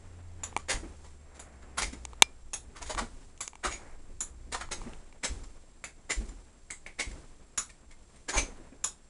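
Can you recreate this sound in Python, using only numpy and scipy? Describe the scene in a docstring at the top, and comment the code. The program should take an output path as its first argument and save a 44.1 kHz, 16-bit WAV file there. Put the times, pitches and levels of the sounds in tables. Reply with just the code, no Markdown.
"""A small workroom, one microphone close to someone shaving a wooden hockey stick with a hand blade.
At first a faint motor hum sinks as it coasts down, under a thin whine that stays throughout. Again and again
the blade is set on the wood with a ringing tap and pushed off in a short rasping stroke; the arm's swing
rustles cloth and fans air at the microphone. Dry plastic clicks sound right at the camera, the loudest just
after two seconds. They end at about five seconds, and the shaving goes on."""
import sys
import numpy as np
from scipy import signal
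from scipy.fft import rfft, irfft, next_fast_len
from scipy.io import wavfile
from scipy.ndimage import map_coordinates

SR = 44100
rng = np.random.default_rng(int(sys.argv[2]) if len(sys.argv) > 2 else 0)


def file_out(sig):
    """Save sig as 16-bit WAV at sys.argv[1]."""
    # one column per channel
    cols = np.atleast_2d(sig).T
    # limit, then scale
    lim = np.clip(cols, -1, 1)
    pcm = np.round(lim * 32767).astype(np.int16)
    wavfile.write(sys.argv[1], SR, pcm)


N = 400869

# The arm's swings after a cut. Each row: start in seconds, air level in dB, starting rate of the push
# in Hz, eddies in dB against the push, sleeve rub in dB.
SWINGS = [(0.74, -29.5, 23.5, -10, -52), (1.82, -31.5, 23, -4.5, -58), (2.94, -34, 21.2, -4.5, -54.5),
          (3.665, -32, 29, -11, -55), (4.79, -36, 20, -8.5, -51), (5.296, -26, 32, -9.5, -56),
          (6.17, -23, 25, -10.5, -58), (7.067, -29.5, 27, -8.5, -56.5), (8.359, -21, 24.4, -14.5, -49)]


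def amp(db):
    """Decibels to gain."""
    return 10 ** (np.asarray(db) / 20)


def along(points, hz):
    """(Hz, value) points read on a log axis."""
    point_hz, values = np.transpose(points)
    return np.interp(np.log(hz + 1), np.log(point_hz + 1), values)


def wobble(rate, size):
    """A smooth random curve with rate knots a second."""
    knots = rng.standard_normal(int(size * rate / SR) + 4)
    return map_coordinates(knots, [np.arange(size) * rate / SR])


def filtered(x, response):
    """x through a response given as a function of frequency."""
    size = next_fast_len(len(x) + 8192)
    return irfft(rfft(x, size) * response(np.fft.rfftfreq(size, 1 / SR)), size)[:len(x)]


def coloured(x, spectrum):
    """x with the colour of (Hz, dB) points."""
    return filtered(x, lambda hz: amp(along(spectrum, hz)))


def noise(spectrum, size):
    """Coloured noise of rms 1."""
    x = coloured(rng.standard_normal(size), spectrum)
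    return x / np.sqrt(np.mean(x ** 2) + 1e-20)


def resonant(x, centre, width):
    """x through one damped resonance, centre and width in Hz."""
    return filtered(x, lambda f: 1j * f * width / (centre ** 2 - f ** 2 + 1j * f * width))


def flexing(x, centre, width):
    """How a mode bends under the force x: with it below resonance, against it above."""
    return filtered(x, lambda f: centre * width / (centre ** 2 - f ** 2 + 1j * f * width))


def spread(x, length):
    """Scale x to the energy of a sound of rms 1 that lasts length seconds."""
    return x / np.sqrt(np.sum(x ** 2) / (length * SR) + 1e-20)


def add(track, start, sound):
    """Mix a sound into the track at start seconds."""
    part = track[max(round(start * SR), 0):][:len(sound)]
    part += sound[:len(part)]


def arch(start, length):
    """A movement that swells and dies away, peak 1."""
    progress = np.clip((np.arange(N) / SR - start) / length, 0, 1)
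    return np.abs(np.sin(np.pi * progress)) ** 0.93


def together(gains):
    """The joint gain of unrelated noises."""
    return np.sqrt(sum(g ** 2 for g in gains))


def in_room(x, wet_db):
    """x and the quick, dense answer of the workroom's near walls."""
    # The room's decay. Each row: frequency in Hz, seconds to fall 60 dB.
    decay = [(100, 0.33), (500, 0.2), (2000, .19), (7000, 0.22), (11000, 0.2)]
    hz, t, bands = signal.stft(rng.standard_normal(SR // 3), SR, nperseg=256)
    tail = signal.istft(bands * amp(-60 * t / along(decay, hz)[:, None]), SR, nperseg=256)[1]
    tail *= 1 - np.exp(-np.arange(len(tail)) / SR / 0.00067)
    return x + amp(wet_db) * signal.fftconvolve(x, tail / np.linalg.norm(tail))[:len(x)]


def whine():
    """A thin electronic whine; mains ripple bends its phase and gives it close sidebands."""
    t = np.arange(N) / SR
    ripple = np.sin(2 * np.pi * 60 * t)
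    return amp(-71) * np.sin(2 * np.pi * 7580 * t + 0.9 * ripple + 0.6 * wobble(130, N))


def motor():
    """A switched-off motor coasts to a stop, its hum swelling at each resonance of its mounting."""
    # The mounting's resonances. Each row: centre in Hz, width in Hz, level in dB.
    mounting = [(86, 6, -45.5), (77, 8.3, -51.5), (62.54, 7.9, -44.5)]
    start_hz, sag_hz_per_s = 90, 14
    hum_hz = np.maximum(start_hz - sag_hz_per_s * np.arange(N) / SR, 0)
    phase = 2 * np.pi * np.cumsum(hum_hz) / SR
    swell = sum(amp(db) / (1 + (2 * (hum_hz - hz) / width) ** 2) for hz, width, db in mounting)
    return swell * (np.sin(phase) + amp(-19.5) * np.sin(2 * phase))


def glove():
    """The gloved hand slides along the stick to a new grip with a soft, uneven hiss."""
    # The slides. Each row: start in seconds, length in seconds, level in dB.
    slides = [(-0.1, 1, -73), (1.2, 0.46, -61), (3.689, 0.32, -56.5)]
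    # Glove on wood. Each row: frequency in Hz, relative density in dB.
    hiss_colour = [(200, -2), (600, 6), (1500, -0.5), (2300, -1.5), (3200, -30.5), (9000, -30)]
    motion = together(amp(db) * arch(start, length) for start, length, db in slides)
    return motion * amp(0.66 * wobble(35, N)) * noise(hiss_colour, N)


def sleeve(start):
    """The sleeve's motion in a swing: it starts ahead of the air, speeds up, then settles."""
    lead_s, rise_s, fall_db_per_s = 0.06, 0.095, 52.5
    t = np.arange(N) / SR - start + lead_s
    return np.clip(t / rise_s, 0, 1) * amp(-fall_db_per_s * np.maximum(t - rise_s, 0))


def cloth():
    """Every swing and shift of the body rubs the clothes, with a finer swish on top and a rumble below."""
    # Slow shifts on the seat. Each row: start and length in seconds, then rub, swish and rumble
    # in dB before each layer's overall gain.
    shifts = [(-0.3, 0.7, -60, -72.5, -64), (0.3, 0.43, -58, -71.5, -57.5), (0.954, 0.23, -66, -68, -55.5),
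              (1.2, 1.26, -60, -77, -62.5), (2.35, 1, -67, -76.5, -51.5), (3.111, 0.23, -74, -67, -58),
              (3.697, 0.92, -69, -85, -53), (4.17, 0.97, -72.5, -80, -49.5), (7.951, 0.5, -68, -70, -66)]
    # The cloth's three colours. Each row: frequency in Hz, relative density in dB.
    rub_colour = [(90, 1.5), (230, 1), (450, -2), (1000, -7.5), (2200, -14), (4000, -28.5), (9000, -45.5)]
    swish_colour = [(800, -20.5), (2300, 1.5), (4500, 1.5), (6500, 3.5), (8400, 4), (10300, -2),
                    (11000, -13.5)]
    rumble_colour = [(8.8, -32), (15, 5), (43, -13), (65, -8.5), (92, -22.5), (237, -32), (368, -31),
                     (400, -34), (520, -58.5), (880, -120)]
    rub, swish, rumble = [amp(-66.5)], [amp(-70)], [amp(-60.5)]  # while the sitter keeps still
    for start, *_, rub_db in SWINGS:
        motion = sleeve(start)
        rub.append(amp(rub_db) * motion)
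        swish.append(amp(-58.5) * motion)
    for start, length, rub_db, swish_db, rumble_db in shifts:
        motion = arch(start, length)
        rub.append(amp(rub_db) * motion)
        swish.append(amp(swish_db) * motion)
        rumble.append(amp(rumble_db) * motion)
    return (together(rub) * amp(2 + 2 * wobble(40, N)) * noise(rub_colour, N)
            + together(swish) * amp(1.2 * wobble(170, N)) * noise(swish_colour, N)
            + together(rumble) * amp(6.5) * noise(rumble_colour, N))


def lap_bumps():
    """Hands and gear bump softly on the lap: a dull rub under a low, quickly damped tone."""
    # The bumps. Each row: start in seconds, relative level in dB, tone in Hz.
    bumps = [(0.826, -33, 336), (1.925, -35.5, 248.5), (2.685, -48, 213), (3.007, -28.5, 229),
             (3.641, -29, 365), (4.085, -45.5, 206), (4.466, -46.5, 219), (4.858, -32.5, 236),
             (6.201, -34, 220), (7.099, -46, 243), (8.475, -40, 490), (8.593, -43, 331),
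             (8.717, -39.5, 280.6)]
    out, t = np.zeros(N), np.arange(SR // 3) / SR
    swell = (1 - np.exp(-t / 0.0071)) ** 2 * np.exp(-t / 0.017)
    for start, db, hz in bumps:
        tone = np.sin(2 * np.pi * hz * t + 0.18 * wobble(69, len(t)))
        rub = noise([(100, 0), (250, 12.5), (500, 5.5), (900, -8), (2500, -11), (6000, -62)], len(t))
        add(out, start, amp(db) * swell * (tone + amp(-2.5) * rub))
    return out


def plastic_clicks():
    """Stiff plastic slips and rings briefly, close to the microphone, with only a faint tail of room."""
    # The clicks. Each row: start in seconds, relative level in dB, lift of the low modes and of the
    # high modes in dB, favoured frequency in Hz.
    clicks = [(.527, -59.5, 24, -8, 2400), (0.5652, -29.5, 17.5, 3, 2280), (0.5748, -40.5, 14, 7.5, 10000),
              (1.8215, -32.5, 9, 6, 4400), (2.052, -36, 5, 4, 7200), (2.1326, -48.5, 13.5, -10, 1240),
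              (2.2222, -1.5, -1.5, 3.5, 3310), (2.827, -39, 5, 1, 6700), (2.9488, -36.5, 8, 2, 1200),
              (3.377, -53.5, -10.5, 2, 7000), (3.478, -34.5, -2, 4.5, 6550), (3.533, -55.5, 19, -8, 2330),
              (3.555, -50, 13, 5.5, 2540), (4.689, -53.5, 15, -10, 1230), (4.816, -49.5, 15.5, -11, 1200),
              (4.9345, -47, -6, -8, 2830), (5.1263, -56, 8, -7, 2310)]
    # The plastic's modes. Each row: frequency in Hz, relative level in dB, seconds to fall 60 dB.
    modes = [(256, -17, 0.0054), (466, -12.5, 0.0062), (647, -16, 0.0088), (885, -6, 0.011),
             (1215, -15, .012), (1750, -19, 0.0035), (2320, -6.5, 0.013), (2380, -41.5, 0.16),
             (2718, -6.5, 0.0072), (3500, -8.5, 0.0079), (3810, -10.5, 0.0093), (4390, -14, 0.0098),
             (5125, -47.5, 0.13), (6244, -8, 0.0082), (6250, -14, 0.0045), (6750, -5.5, 0.0062),
             (7600, -12, 0.0052), (8530, -8, .007), (10000, -17.5, 0.0069)]
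    out, t = np.zeros(N), np.arange(SR // 4) / SR
    hz, mode_db, t60 = np.transpose(modes)[:, :, None]
    sign = (-1) ** np.arange(len(hz))[:, None]  # neighbouring modes swing opposite ways
    for start, db, low_db, high_db, favoured_hz in clicks:
        tint_db = along([(1100, low_db), (2600, 0), (4400, 0.00095), (6500, high_db)], hz)
        tint_db += 9 * np.exp(-(np.log(hz / favoured_hz) / 0.16) ** 2)  # set by the spot that slips
        decays = amp(mode_db + tint_db - 60 * t / t60)
        ring = np.sum(sign * decays * np.sin(2 * np.pi * hz * t), axis=0)
        crack = noise([(300, -2.5), (1500, -2.5), (4000, 0), (9000, -4), (11000, -17)], len(t))
        crack *= amp(-8.5 - 60 * t / 0.014) + amp(-46.5 - 60 * t / 0.13)
        attack = 1 - np.exp(-t / 0.00011)
        add(out, start, amp(db + 5.5) * (ring + crack) * attack)
    return out


def air_puffs():
    """Each swing pushes a slow wave of air on the microphone, which breaks into quicker eddies."""
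    eddy_colour = [(12, -7), (35, 5), (80, -8), (160, -22.5), (300, -16), (600, -38), (2000, -53.5)]
    out, t = np.zeros(N), np.arange(SR * 3 // 4) / SR
    for start, db, push_hz, eddy_db, _ in SWINGS:
        cycles = t * push_hz * (1 + t / 0.056)
        push = np.sin(2 * np.pi * cycles) * (1 - np.exp(-cycles / 0.2)) / (1 + (cycles / 1.1) ** 3)
        eddies = noise(eddy_colour, len(t)) * (1 - np.exp(-t / 0.0042)) * np.exp(-t / 0.11)
        add(out, start, amp(db) * (push + amp(eddy_db) * eddies))
    return out


def blade_taps():
    """The edge touches, lands fully a moment later, and sets the blade and the stick ringing."""
    # The blade set down on the stick. Each row: start in seconds, level in dB, wood in dB, wood
    # resonance in Hz, blade ring in dB, blade ring in Hz. Levels are relative.
    taps = [(0.434, -40.5, -6.5, 1170, 2, 6990), (1.394, -46.5, -41, 885, -7, 7030),
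            (2.533, -35.5, -9, 1040, -2.5, 6570), (3.406, -33.5, -11, 1190, -9, 7240),
            (4.205, -36, -19, 1360, 1, 6970), (5.84, -42, 1, 2170, -6, 7100),
            (6.703, -37.5, -4.5, 2090, -17.5, 6910), (6.863, -54, 11, 2190, -11, 6280),
            (7.576, -30, -10.5, 1460, -1.5, 6880), (8.84, -31.5, -14, 1600, 0, 6950)]
    # Steel striking wood. Each row: frequency in Hz, relative density in dB.
    contact_colour = [(100, 2.5), (400, -7.5), (1200, 7), (2800, -1.5), (3700, 5), (4800, 1.5), (6300, 4),
                      (7600, 11.5), (9000, 3.5), (10400, 6), (11000, -8.5)]
    # The blade's mode clusters. Each row: multiple of the ring frequency, relative level in dB.
    clusters = [(.52, -20), (.875, -5), (1, 4), (1.49, -6)]
    out, t = np.zeros(N), np.arange(SR // 2) / SR
    for start, db, wood_db, wood_hz, ring_db, ring_hz in taps:
        since_landing = t - rng.uniform(0.004, 0.006)
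        force = np.exp(-t / 0.0071) + 8.8 * (since_landing > 0) * np.exp(-abs(since_landing) / 0.00062)
        contact = in_room(force * rng.standard_normal(len(t)), wet_db=1.5)
        crack = amp(-2) * spread(coloured(contact, contact_colour), 0.02)
        # the stick answers the first touch with a short knock
        knock = in_room(np.exp(-t / 0.0013) * rng.standard_normal(len(t)), wet_db=-0.5)
        bend = flexing(resonant(knock, wood_hz, 1000), wood_hz, 280)
        wood = amp(wood_db + 2) * spread(bend + 0.54 * resonant(knock, 2580, 210), 0.011)
        # the hand damps the blade at once; its clusters of close modes linger in the room
        shiver = rng.standard_normal(len(t)) * (amp(-60 * t / 0.15) + 0.29 * force)
        ring = sum(amp(level) * resonant(resonant(shiver, ratio * ring_hz, 460), ratio * ring_hz, 460)
                   for ratio, level in clusters)
        steel = amp(ring_db - 2.5) * spread(ring, 0.071)
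        add(out, start, amp(db) * (crack + wood + steel))
        # the tap presses the stick into the lap
        thud = resonant(np.exp(-t / 0.024) * rng.standard_normal(len(t)), centre=324, width=780)
        add(out, start, amp(-51) * spread(thud, 0.024))
    return out


def blade_strokes():
    """The edge tears through fibres: a dense run of tiny snaps that drives the stick and the blade."""
    # Cuts and light grazes. Each row: start and length in seconds, level in dB, wood in dB, wood
    # resonance in Hz, blade ring in dB, blade ring in Hz. Levels are relative.
    strokes = [(0.565, 0.052, -60.5, 0, 1200, -5, 7000), (0.677, 0.058, -34, -10, 1900, -12, 6800),
               (1.027, 0.047, -63.5, -3, 1020, -8, 7450), (1.336, 0.041, -63, -18, 2200, -7, 7200),
               (1.616, 0.021, -67, 3.5, 1500, -8, 7200), (1.768, 0.038, -35.5, -6, 1260, -8.5, 10260),
               (1.805, 0.042, -36.5, -10, 2330, -21, 6700), (1.924, 0.021, -52, -14, 2110, -11, 7040),
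               (2.744, 0.05, -56.5, 0.5, 1250, -15, 6450), (2.806, 0.038, -49, -5, 960, -14.5, 6900),
               (2.845, 0.05, -51.5, -25, 880, -10, 6830), (2.887, 0.036, -41, -4, 937, -9, 6830),
               (2.97, 0.032, -40.5, 5.5, 980, -22, 6860), (3.628, 0.05, -39.5, 3, 1250, -19.5, 6550),
               (3.687, 0.073, -48.5, -4.5, 2270, 0, 6750), (4.514, 0.032, -40.5, -19, 2255, -16, 6900),
               (4.537, 0.024, -42.5, 5, 1100, -19.5, 6850), (4.597, 0.033, -48, 3.5, 1310, -9.5, 6540),
               (4.705, 0.034, -38.5, -23, 1290, -11, 6460), (5.226, 0.042, -35, -18, 2260, -7, 7700),
               (5.431, 0.018, -58.5, -9.5, 1086, -1.5, 7320), (6.09, 0.04, -35.5, -7, 2090, -4.5, 7120),
               (6.284, 0.015, -57, -14, 1070, 2, 7200), (6.981, 0.044, -38, -1.5, 2197, -22, 6950),
               (7.109, 0.013, -56, -8, 2030, -3, 7400), (7.688, 0.023, -57.5, -6, 2350, -19, 6980),
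               (7.905, 0.022, -62, -3.5, 2230, -9.5, 7390), (8.153, 0.019, -65.5, -9, 2100, -2, 8600),
               (8.277, 0.036, -38, -9, 1600, -7, 7140), (8.32, 0.064, -43, 3, 900, 1.5, 6600),
               (8.356, 0.049, -33.5, -5, 2410, -1, 6230)]
    # Steel cutting wood. Each row: frequency in Hz, relative density in dB.
    rasp_colour = [(60, -11.5), (250, 2), (600, 2.5), (1500, -2), (2800, 2.5), (3800, 2.5), (5000, 1),
                   (6800, 2.5), (8200, 1.5), (10400, -4), (11000, -20)]
    bite_share, bite_hz = 0.43, 2860  # the first part of a stroke is slow, and dull above this frequency
    out, t = np.zeros(N), np.arange(SR // 2) / SR
    for start, length, db, wood_db, wood_hz, ring_db, ring_hz in strokes:
        progress = t / length
        pressure = progress ** 1.83 * np.exp(-(progress / 0.46) ** 1.613)
        snaps = rng.standard_normal(len(t)) * (rng.random(len(t)) < 0.45)
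        cut = in_room(pressure * snaps * amp(1.85 * wobble(348, len(t))), wet_db=-4)
        rasp = spread(coloured(cut, rasp_colour), length)
        # one bending mode of the stick stays put and hollows the rasp just above it
        rasp = spread(rasp + amp(-1) * flexing(rasp, centre=2280, width=520), length)
        # the rasp brightens as the edge gathers speed
        speed = np.clip(progress / bite_share, 0, 1)
        dull = filtered(rasp, lambda hz: 1 / (1 + (hz / bite_hz) ** 6))
        rasp = spread(dull + speed * (rasp - dull), length)
        # another mode of the stick shifts with the point of contact
        wood = amp(wood_db + 2.5) * spread(resonant(rasp, wood_hz, 320), length)
        steel = amp(ring_db) * spread(resonant(resonant(cut, ring_hz, 550), ring_hz, 550), length)
        add(out, start, amp(db) * (amp(2.5) * rasp + wood + steel))
    return out


def scene():
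    """Everything as it reaches the one close microphone."""
    shaving = blade_taps() + blade_strokes()
    handling = air_puffs() + lap_bumps() + plastic_clicks() + cloth() + glove()
    return (shaving + handling + motor() + whine())[None]


def record(dry):
    """The camera clips at full scale and keeps nothing above its band limit."""
    top_hz = 10900
    lowpass = lambda hz: 1 / np.sqrt(1 + (hz / top_hz) ** 100)
    return np.array([filtered(np.clip(x, -1, 1), lowpass) for x in dry])


dry = scene()
out = record(dry)
file_out(out)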